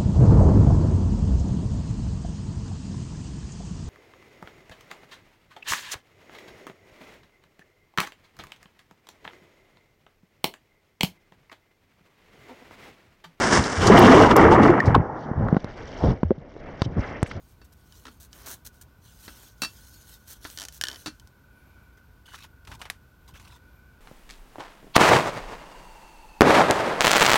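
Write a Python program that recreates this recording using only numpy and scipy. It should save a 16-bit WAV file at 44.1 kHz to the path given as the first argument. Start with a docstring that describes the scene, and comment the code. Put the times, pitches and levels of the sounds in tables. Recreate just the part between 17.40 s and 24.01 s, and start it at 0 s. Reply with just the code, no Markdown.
"""Outdoors, close by, a webbing strap is pulled tight round a metal bottle on a parked motorcycle.
First the webbing hisses through its buckle, and the bottle knocks and rings against its mount.
From about 3 seconds, hard pulls make the strap stick and slip, so it ticks and creaks.
From about 4.5 seconds, shoes shuffle on gritty asphalt, with faint high chirps before and after.
All along there is a low rumble, and a faint distant whine grows and swells twice."""
import sys
import numpy as np
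from scipy import signal
from scipy.fft import rfft, irfft, next_fast_len
from scipy.io import wavfile
from scipy.ndimage import uniform_filter1d, map_coordinates

SR = 44100
rng = np.random.default_rng(int(sys.argv[2]) if len(sys.argv) > 2 else 0)


def put_to_file(sound):
    """Save the sound as 16-bit audio at rate SR, in the file named by the first command-line argument."""
    columns = np.atleast_2d(sound).T  # one column per channel
    safe = np.clip(columns, -1, 1)
    whole_steps = np.round(safe * 32767)
    wavfile.write(sys.argv[1], SR, whole_steps.astype(np.int16))


N = 291368
T = np.arange(SR // 3) / SR  # seconds within one hit
TOP_HZ = 16000  # the highest pitch kept

# tone of the deep rumble, outdoors and in a footstep: pitch_hz, level_db
RUMBLE_TONE = [(15, -64.5), (25, -45.5), (38, -4), (56, 5), (80, 0), (110, -3.5), (150, -8), (220, -17),
               (400, -46)]
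# tone of the soft rush, in the air and in a footstep: pitch_hz, level_db
AIR_TONE = [(100, -5.5), (220, 3), (400, -3.5), (800, -9.5), (960, -5.5), (1200, -9), (1650, -17),
            (2000, -16), (2450, -15.5), (2800, -18), (5000, -22), (8000, -27.5), (12500, -27),
            (16000, -28.5)]


def webbing():
    """Threads catch on the buckle, rasp and hiss; the bottle under the strap adds a duller rub."""
    # the hand feeds webbing through the buckle: start_s, length_s, level_db
    slide_times = [(0, 0.12, -66.5), (.37, 0.39, -67), (.52, 0.073, -66), (.93, 0.21, -56),
                   (1.345, 0.007, -58.5), (1.63, 0.22, -60.5), (1.82, 0.26, -55), (2.18, .03, -63.5),
                   (2.25, .38, -57.5), (2.67, 0.077, -56), (2.8, 0.06, -67), (2.885, 0.055, -52.5),
                   (3.03, 0.12, -51), (3.46, 0.17, -55), (3.72, 0.13, -73.5)]
    # hard pulls drag the tight strap round the bottle: start_s, length_s, level_db
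    haul_times = [(.945, 0.12, -59), (1.06, 0.071, -52), (1.84, 0.21, -70), (3.18, 0.063, -50),
                  (3.44, 0.12, -53)]
    # quick tugs and brushes of the webbing: start_s, length_s, level_db
    tug_times = [(.245, 0.01, -60), (.322, 0.0093, -56), (.8, 0.057, -53), (1.06, 0.081, -41),
                 (1.249, 0.0064, -45.5), (1.263, 0.0092, -42), (1.412, 0.01, -47.5), (2.875, 0.06, -47),
                 (3.325, 0.054, -49.5)]
    # tone of the catching threads: pitch_hz, level_db
    weave_tone = [(700, -9), (1200, -9), (1550, 1), (2100, -11), (3000, -6), (4200, -0.5), (5000, -4),
                  (6300, 3.5), (7200, -2), (9000, 0), (10300, -4), (12000, 0.5), (16000, -2.5)]
    # tone of the strap rubbing the bottle: pitch_hz, level_db
    rub_tone = [(120, -53), (250, 2), (600, -1.5), (1100, -0.5), (1800, -3.5), (3500, -15), (8000, -69)]
    slides = strokes(slide_times, rise_s=0.052, fall_s=0.034)
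    hauls = strokes(haul_times, rise_s=0.03, fall_s=0.018)
    tugs = strokes(tug_times, rise_s=0.0012, fall_s=0.0079)
    threads = friction(weave_tone, per_s=1200, spread_db=12.5, smooth=1.9)
    threads += amp(-7.5) * grains(per_s=1700, centre_hz=4530, octaves=1.287, cycles=13, spread_db=8)
    hiss = slides * amp(1.5 + 1.3 * wobble(60)) * patchy(threads, depth_db=2.8)
    rasp = tugs * patchy(friction(weave_tone, per_s=3300, spread_db=6.5, smooth=0.37), depth_db=1)
    rubbing = hauls + amp(-15) * slides  # every slide also rubs the bottle lightly
    return hiss + rasp + rubbing * friction(rub_tone, per_s=900, spread_db=10, smooth=1)


def slips(middling_db=-16, scatter_db=1.5):
    """Each slip is a sharp tick that plucks the tight strap and scatters off the parts around."""
    # single slips of the strap: start_s, level_db, ring_db
    single_slips = [(.5238, -40.5, -4), (.9303, -30, -9), (3.045, -25.5, -19), (3.1011, -25.5, -22),
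                    (3.175, -20, -11.5), (3.1872, -20, -10), (3.2521, -18, -31), (3.2854, -21, -14.5),
                    (3.3245, -33, -23), (3.4128, -12.5, -6.5), (3.4224, -19, -13), (3.438, -9.5, -8),
                    (3.4527, -22, -4), (3.798, -32.5, -13), (3.874, -37, -33)]
    # tone of one slip: pitch_hz, level_db
    tick_tone = [(200, -19), (900, -15.5), (2200, -15), (4000, -9.5), (5800, -5.5), (8000, -11),
                 (11000, -15.5), (16000, -22.5)]
    # low notes of the tight strap on the bottle: pitch_hz, level_db, fade_s
    low_notes = [(1400, -22, 0.01), (1480, -5, 0.059), (1733, 2, 0.032)]
    # its high notes: pitch_hz, level_db, fade_s
    high_notes = [(2990, -7.5, 0.059), (3128, -1.5, 0.017), (3600, -3.5, 0.011), (4470, 2, 0.0072),
                  (5460, -1.5, 0.016)]
    out = np.zeros(N)
    tick = click(tick_tone)
    for start_s, db, ring_db in single_slips + creaks():
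        # every slip favours different notes
        low = [(hz, level + scatter_db * rng.normal(), fade_s) for hz, level, fade_s in low_notes]
        high = [(hz, level + scatter_db * rng.normal(), fade_s) for hz, level, fade_s in high_notes]
        low_db = -11 + 0.34 * (db - middling_db)  # stronger slips sound deeper
        pluck = amp(low_db) * ring(low, detune=0.032) + amp(-2.5) * ring(high, detune=0.025)
        echoes = amp(-18) * noise(tick_tone, size=len(T)) * (fade(0.027) + amp(-25) * fade(0.74))
        add(out, start_s, amp(db - 1) * (tick + amp(ring_db) * pluck + echoes))
    return out


def creaks(jitter_s=0.0003, scatter_db=1.9):
    """A steady pull makes the strap stick and slip almost evenly: rows of start_s, level_db, ring_db."""
    # runs of slips: start_s, length_s, gap_s, first_level_db, fading_db_per_s, ring_db
    runs = [(3.199, .045, .0096, -18, 70, -16), (3.4699, .1, .015, -21.5, 140, -2)]
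    rows = []
    for start_s, length_s, gap_s, first_db, fading_db_per_s, ring_db in runs:
        for t in np.arange(0, length_s, gap_s):
            slip_s = start_s + t + jitter_s * rng.normal()
            slip_db = first_db - fading_db_per_s * t + scatter_db * rng.normal()
            rows.append((slip_s, slip_db, ring_db))
    return rows


def bottle_knocks(bounces=3, dulling=0.91, middling_db=-16):
    """The mount thuds and clatters, duller at each bounce, and the bottle's thin wall rings."""
    # the bottle hits its mount:
    # start_s, level_db, bounce_gap_s, bounce_loss_db, thud_db, metal_db, brightness_hz, favoured_hz
    blows = [(0.215, -36, 0.0064, 15, -21, -11.5, 2960, 2700),
             (.653, -27, 0.014, 0.5, -23.5, -21, 4360, 1350),
             (1.879, -22.5, 0.0064, 6.5, -22, -15, 3000, 1800),
             (2.219, -13.5, .014, 3, -22.5, 0, 11400, 2700),
             (3.0504, -18, .007, 10, -23.5, -19, 3120, 1800),
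             (3.66, -16.5, 0.0096, 3, -19, -7.5, 6460, 5400)]
    # notes of the metal wall: pitch_hz, level_db, fade_s
    wall_notes = [(662, -15, .09), (1254, -8, .08), (1352, -13.5, .1), (1860, -12, .06), (2379, -13, .1),
                  (2681, -.5, .12), (3332, -11, .11), (3750, -13, .07), (3933, -8, .08), (3980, -8, .08),
                  (4258, -9, .14), (4382, -6, .11), (4451, -6, .08), (4525, -7, .08), (4580, -1, .11),
                  (5310, -13, .12), (5440, -8, .14), (5787, -11, .06), (6400, -14, .07), (7200, -14, .1),
                  (7650, -15, .08), (9292, -12, .1)]
    # low notes of the mount: pitch_hz, level_db, fade_s
    mount_notes = [(175, -0.5, 0.038), (220, 1.5, 0.078), (253, 0, 0.12), (309.4, 2, 0.1),
                   (432, -8.5, 0.081)]
    # tone of the mount's clatter: pitch_hz, level_db
    clatter_tone = [(300, -6), (700, -7.5), (1100, -2), (1400, 1), (1850, -1.5), (2150, -10.5), (2700, -8),
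                    (3200, -7.5), (4400, -2.5), (5100, -9.5), (5700, -2), (8000, -10.5), (9600, -4.5),
                    (11000, -13.5), (16000, -5.5)]
    out = np.zeros(N)
    lowest_hz = mount_notes[0][0]
    attack = 1 - np.exp(-T / 0.00038)
    for start_s, db, gap_s, loss_db, thud_db, metal_db, bright_hz, favoured_hz in blows:
        # the spot that is struck lifts notes near the favoured pitch by up to 1 dB
        wall = [(hz, level + np.exp(-(np.log2(hz / favoured_hz) / 0.15) ** 2), fade_s)
                for hz, level, fade_s in wall_notes]
        tilt_db_per_octave = 0.94 * (db - middling_db)  # harder blows favour the lower notes
        mount = [(hz, level + tilt_db_per_octave * np.log2(lowest_hz / hz), fade_s)
                 for hz, level, fade_s in mount_notes]
        for bounce in range(bounces):
            cutoff_hz = bright_hz * dulling ** bounce
            contact = noise(clatter_tone, size=len(T))
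            contact = filtered(contact, lambda hz: 1 / np.sqrt(1 + (hz / cutoff_hz) ** 4))
            clatter = amp(-8.5) * contact * (fade(0.034) + amp(-14) * fade(0.16))
            thud = amp(thud_db + 2 * bounce) * ring(mount, detune=0.015)  # softer contact, more thud
            metal = amp(metal_db - 11.5) * ring(wall, detune=0)
            knock = (clatter + thud + metal) * attack
            add(out, start_s + gap_s * bounce, amp(db - loss_db * bounce) * knock)
    return out


def shoes():
    """Soles thump down, roll grit over the asphalt and squeak softly as they drag."""
    # weight comes down on a foot: start_s, length_s, level_db
    steps = [(5.275, 0.057, -46), (5.8, 0.3, -56.5)]
    # a sole scrapes: start_s, length_s, level_db, squeak_hz
    scuffs = [(4.572, 0.0074, -58, 2030), (4.856, 0.1, -54.5, 2950), (4.93, 0.029, -49.5, 1290),
              (4.977, 0.066, -52, 2560), (5.033, 0.0072, -49, 1150), (5.272, 0.082, -51.5, 890),
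              (5.393, 0.051, -51, 825), (5.879, 0.015, -48, 1000), (5.94, 0.036, -53.5, 2630),
              (5.995, 0.17, -56, 970)]
    # tone of a scraping sole: pitch_hz, level_db
    sole_tone = [(100, -18), (250, -13), (500, -32), (920, -9), (1200, -34), (1900, -7), (2300, -9),
                 (3500, -3.5), (4300, -9), (6200, -8), (8000, -12.5), (16000, -17.5)]
    crunch = amp(-1) * grains(per_s=520, centre_hz=2100, octaves=2.2, cycles=3.5, spread_db=19)
    scrape = friction(sole_tone, per_s=900, spread_db=3, smooth=0.8)
    gravel = patchy(crunch + scrape, depth_db=3.2)
    flutter = amp(1.5 * wobble(90))
    thump = noise(RUMBLE_TONE) + amp(-10.5) * noise(AIR_TONE)
    out = strokes(steps, rise_s=0.025, fall_s=0.049) * thump
    for start_s, length_s, db, squeak_hz in scuffs:
        drag = strokes([(start_s, length_s, db)], rise_s=0.005, fall_s=0.011) * flutter
        out += drag * (amp(-2.5) * gravel + amp(-7.5) * narrow_noise(squeak_hz, width_hz=250))
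    return out


def grit(middling_hz=4470):
    """Single stones snap and crumble, duller and longer the more the sole covers them."""
    # a stone snaps under a sole: start_s, level_db, brightness_hz
    stones = [(4.886, -47, 4500), (4.944, -32, 4500), (5.042, -35, 4000), (5.251, -38.5, 12000),
              (5.274, -33, 4000), (5.316, -27.5, 2600), (5.416, -24, 5030), (5.4539, -28.5, 2600),
              (5.5, -14, 15100), (5.956, -37.5, 3470), (5.9982, -39, 6000)]
    # tone of a snapping stone: pitch_hz, level_db
    stone_tone = [(100, -7), (500, -3.5), (1100, 5.5), (2100, 4.5), (3800, 0), (6300, -3), (8200, -5.5),
                  (11500, -5.5), (16000, -17.5)]
    out = np.zeros(N)
    snap = click(stone_tone)
    for start_s, db, bright_hz in stones:
        octaves_brighter = np.log2(bright_hz / middling_hz)
        dying_away = fade(0.056 * 0.59 ** octaves_brighter) + amp(-23.5) * fade(0.19)
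        crumbs = amp(-9 - 0.5 * octaves_brighter) * noise(stone_tone, size=len(T)) * dying_away
        muffle = signal.butter(1, min(bright_hz, TOP_HZ), fs=SR)
        add(out, start_s, amp(db) * signal.lfilter(*muffle, snap + crumbs))
    return out


def outdoors(whine_grow_s=1.2):
    """Low rumble, soft air, a distant whine that grows, wavers and swells, and a thin high whistle."""
    # the whine and the air swell: middle_s, half_width_s, strength (0 to 1)
    swells = [(4.33, 0.26, 1), (6.4, 0.29, 0.73)]
    t = np.arange(N) / SR
    swell = sum(strength * np.exp(-((t - middle_s) / half_s) ** 2)
                for middle_s, half_s, strength in swells)
    air_db = -63.5 + 2.5 * swell + 0.5 * wobble(7.6)
    whine_db = -65.5 - 11 * np.exp(-t / whine_grow_s) + 3.5 * swell + 1.04 * wobble(12)
    whine = amp(whine_db) * narrow_noise(1482, width_hz=108)
    higher_whine = amp(-72.5) * swell * narrow_noise(2360, width_hz=230)
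    rumble = amp(-55.5) * noise(RUMBLE_TONE)
    air = amp(air_db) * noise(AIR_TONE)
    whistle = amp(-77.5) * narrow_noise(14100, width_hz=260)
    return rumble + air + whine + higher_whine + whistle


def chirps(waver_hz=140):
    """Faint, high chirps far away: thin tones that glide and waver."""
    # one chirp a row: start_s, length_s, start_hz, end_hz, level_db
    glides = [(4.133, 0.12, 9300, 11100, -75), (4.24, .09, 12800, 12200, -73),
              (4.42, .04, 12250, 12450, -72), (6.297, 0.13, 12000, 12200, -71)]
    out = np.zeros(N)
    for start_s, length_s, start_hz, end_hz, db in glides:
        size = round(length_s * SR)
        hz = np.linspace(start_hz, end_hz, size) + waver_hz * wobble(250)[:size]
        wave = np.sin(2 * np.pi * np.cumsum(hz) / SR)
        add(out, start_s, amp(db + 0.5) * np.sqrt(np.hanning(size)) * wave)
    return out


def friction(tone, per_s, spread_db, smooth):
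    """Rubbing: tiny catches of random size on a bed of smooth noise."""
    catches = (rng.random(N) < per_s / SR) * rng.choice([-1, 1], N)
    sizes = amp(spread_db * np.clip(rng.standard_normal(N), -2, 2))
    return unit(filtered(unit(catches * sizes) + smooth * rng.standard_normal(N), tone_curve(tone)))


def grains(per_s, centre_hz, octaves, cycles, spread_db, size=384):
    """Countless tiny contacts, each ringing a few cycles at its own pitch."""
    start, pitch, strength = rng.random((int(per_s * N / SR), 3)).T[:, :, None]
    n = np.arange(size)
    turns = np.minimum(centre_hz * 2 ** (octaves * (pitch - 0.5)), TOP_HZ) * n / SR
    waves = amp(spread_db * strength ** 2) * np.exp(-turns / cycles) * np.sin(2 * np.pi * turns)
    positions = (start * N).astype(int) + n
    return unit(np.bincount(positions.ravel(), waves.ravel(), N)[:N])


def patchy(x, depth_db, size=512):
    """Patches of pitch grow louder and softer as the point of contact moves."""
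    spectra = signal.stft(x, nperseg=size)[2]
    patches = uniform_filter1d(rng.standard_normal(spectra.shape), size=4, axis=0)  # smooth over pitch
    patches = uniform_filter1d(patches, size=9, axis=1)  # and over time
    return unit(signal.istft(spectra * amp(depth_db * unit(patches)), nperseg=size)[1][:N])


def ring(notes, detune):
    """A struck part rings with several fading notes, each starting anywhere in its wave."""
    hz, db, fade_s = np.transpose(notes)[:, :, None]
    turns = hz * (1 + detune * rng.standard_normal(hz.shape)) * T + rng.random(hz.shape)
    waves = amp(db) * fade(fade_s) * np.sin(2 * np.pi * turns)
    return waves.sum(axis=0) / np.sqrt(np.sum(amp(db) ** 2) / 2)


def click(tone, size=2048):
    """A click of this tone that starts at once (minimum phase), with a peak of 1."""
    cepstrum = irfft(np.log(tone_curve(tone)(np.fft.rfftfreq(size, 1 / SR)) + 1e-6))
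    cepstrum[1:size // 2] *= 2
    cepstrum[size // 2 + 1:] = 0
    wave = np.pad(irfft(np.exp(rfft(cepstrum))), (0, len(T) - size))
    return wave / np.abs(wave).max()


def noise(tone, size=N):
    """Steady noise of this tone."""
    return unit(filtered(rng.standard_normal(size), tone_curve(tone)))


def narrow_noise(centre_hz, width_hz):
    """Noise gathered round one pitch."""
    white = rng.standard_normal(N)
    return unit(filtered(white, lambda hz: 1 / (1 + (2 * (hz - centre_hz) / width_hz) ** 2)))


def strokes(rows, rise_s, fall_s):
    """Loudness curve of short strokes that swell, hold and die away."""
    t = np.arange(N) / SR
    out = np.zeros(N)
    for start_s, length_s, db in rows:
        rise = np.clip((t - start_s) / rise_s + 0.5, 0, 1)
        fall = np.exp(-np.maximum(t - start_s - length_s, 0) / fall_s)
        out += amp(db) * rise * fall
    return out


def fade(fade_s):
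    """Loudness curve of one hit, falling 60 dB in fade_s."""
    return np.exp(-np.log(1000) * T / fade_s)


def wobble(per_s):
    """A smooth curve through per_s random values a second."""
    return map_coordinates(rng.standard_normal(int(N * per_s / SR) + 4), [np.arange(N) * per_s / SR])


def tone_curve(tone):
    """Joins rows of pitch_hz, level_db into a gain for every pitch."""
    pitch_hz, db = np.transpose(tone)
    return lambda hz: amp(np.interp(np.log(hz + 1), np.log(pitch_hz + 1), db))


def filtered(x, gain_at):
    """Turns each pitch in x up or down by gain_at(hz)."""
    size = next_fast_len(len(x) + SR // 4)
    return irfft(rfft(x, size) * gain_at(np.fft.rfftfreq(size, 1 / SR)), size)[:len(x)]


def amp(db):
    """Decibels to gain."""
    return 10 ** (np.asarray(db) / 20)


def unit(x):
    """Scales x to an average (rms) level of 1."""
    return x / np.sqrt(np.mean(x ** 2) + 1e-20)


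def add(track, start_s, sound):
    """Mixes a sound into the track at start_s."""
    part = track[max(round(start_s * SR), 0):][:len(sound)]
    part += sound[:len(part)]


def scene():
    """All the sources together in one channel."""
    return (webbing() + slips() + bottle_knocks() + shoes() + grit() + outdoors() + chirps())[None]


def record(dry):
    """Cuts away everything above TOP_HZ."""
    return filtered(dry[0], lambda hz: hz < TOP_HZ)[None]


dry = scene()
out = record(dry)
put_to_file(out)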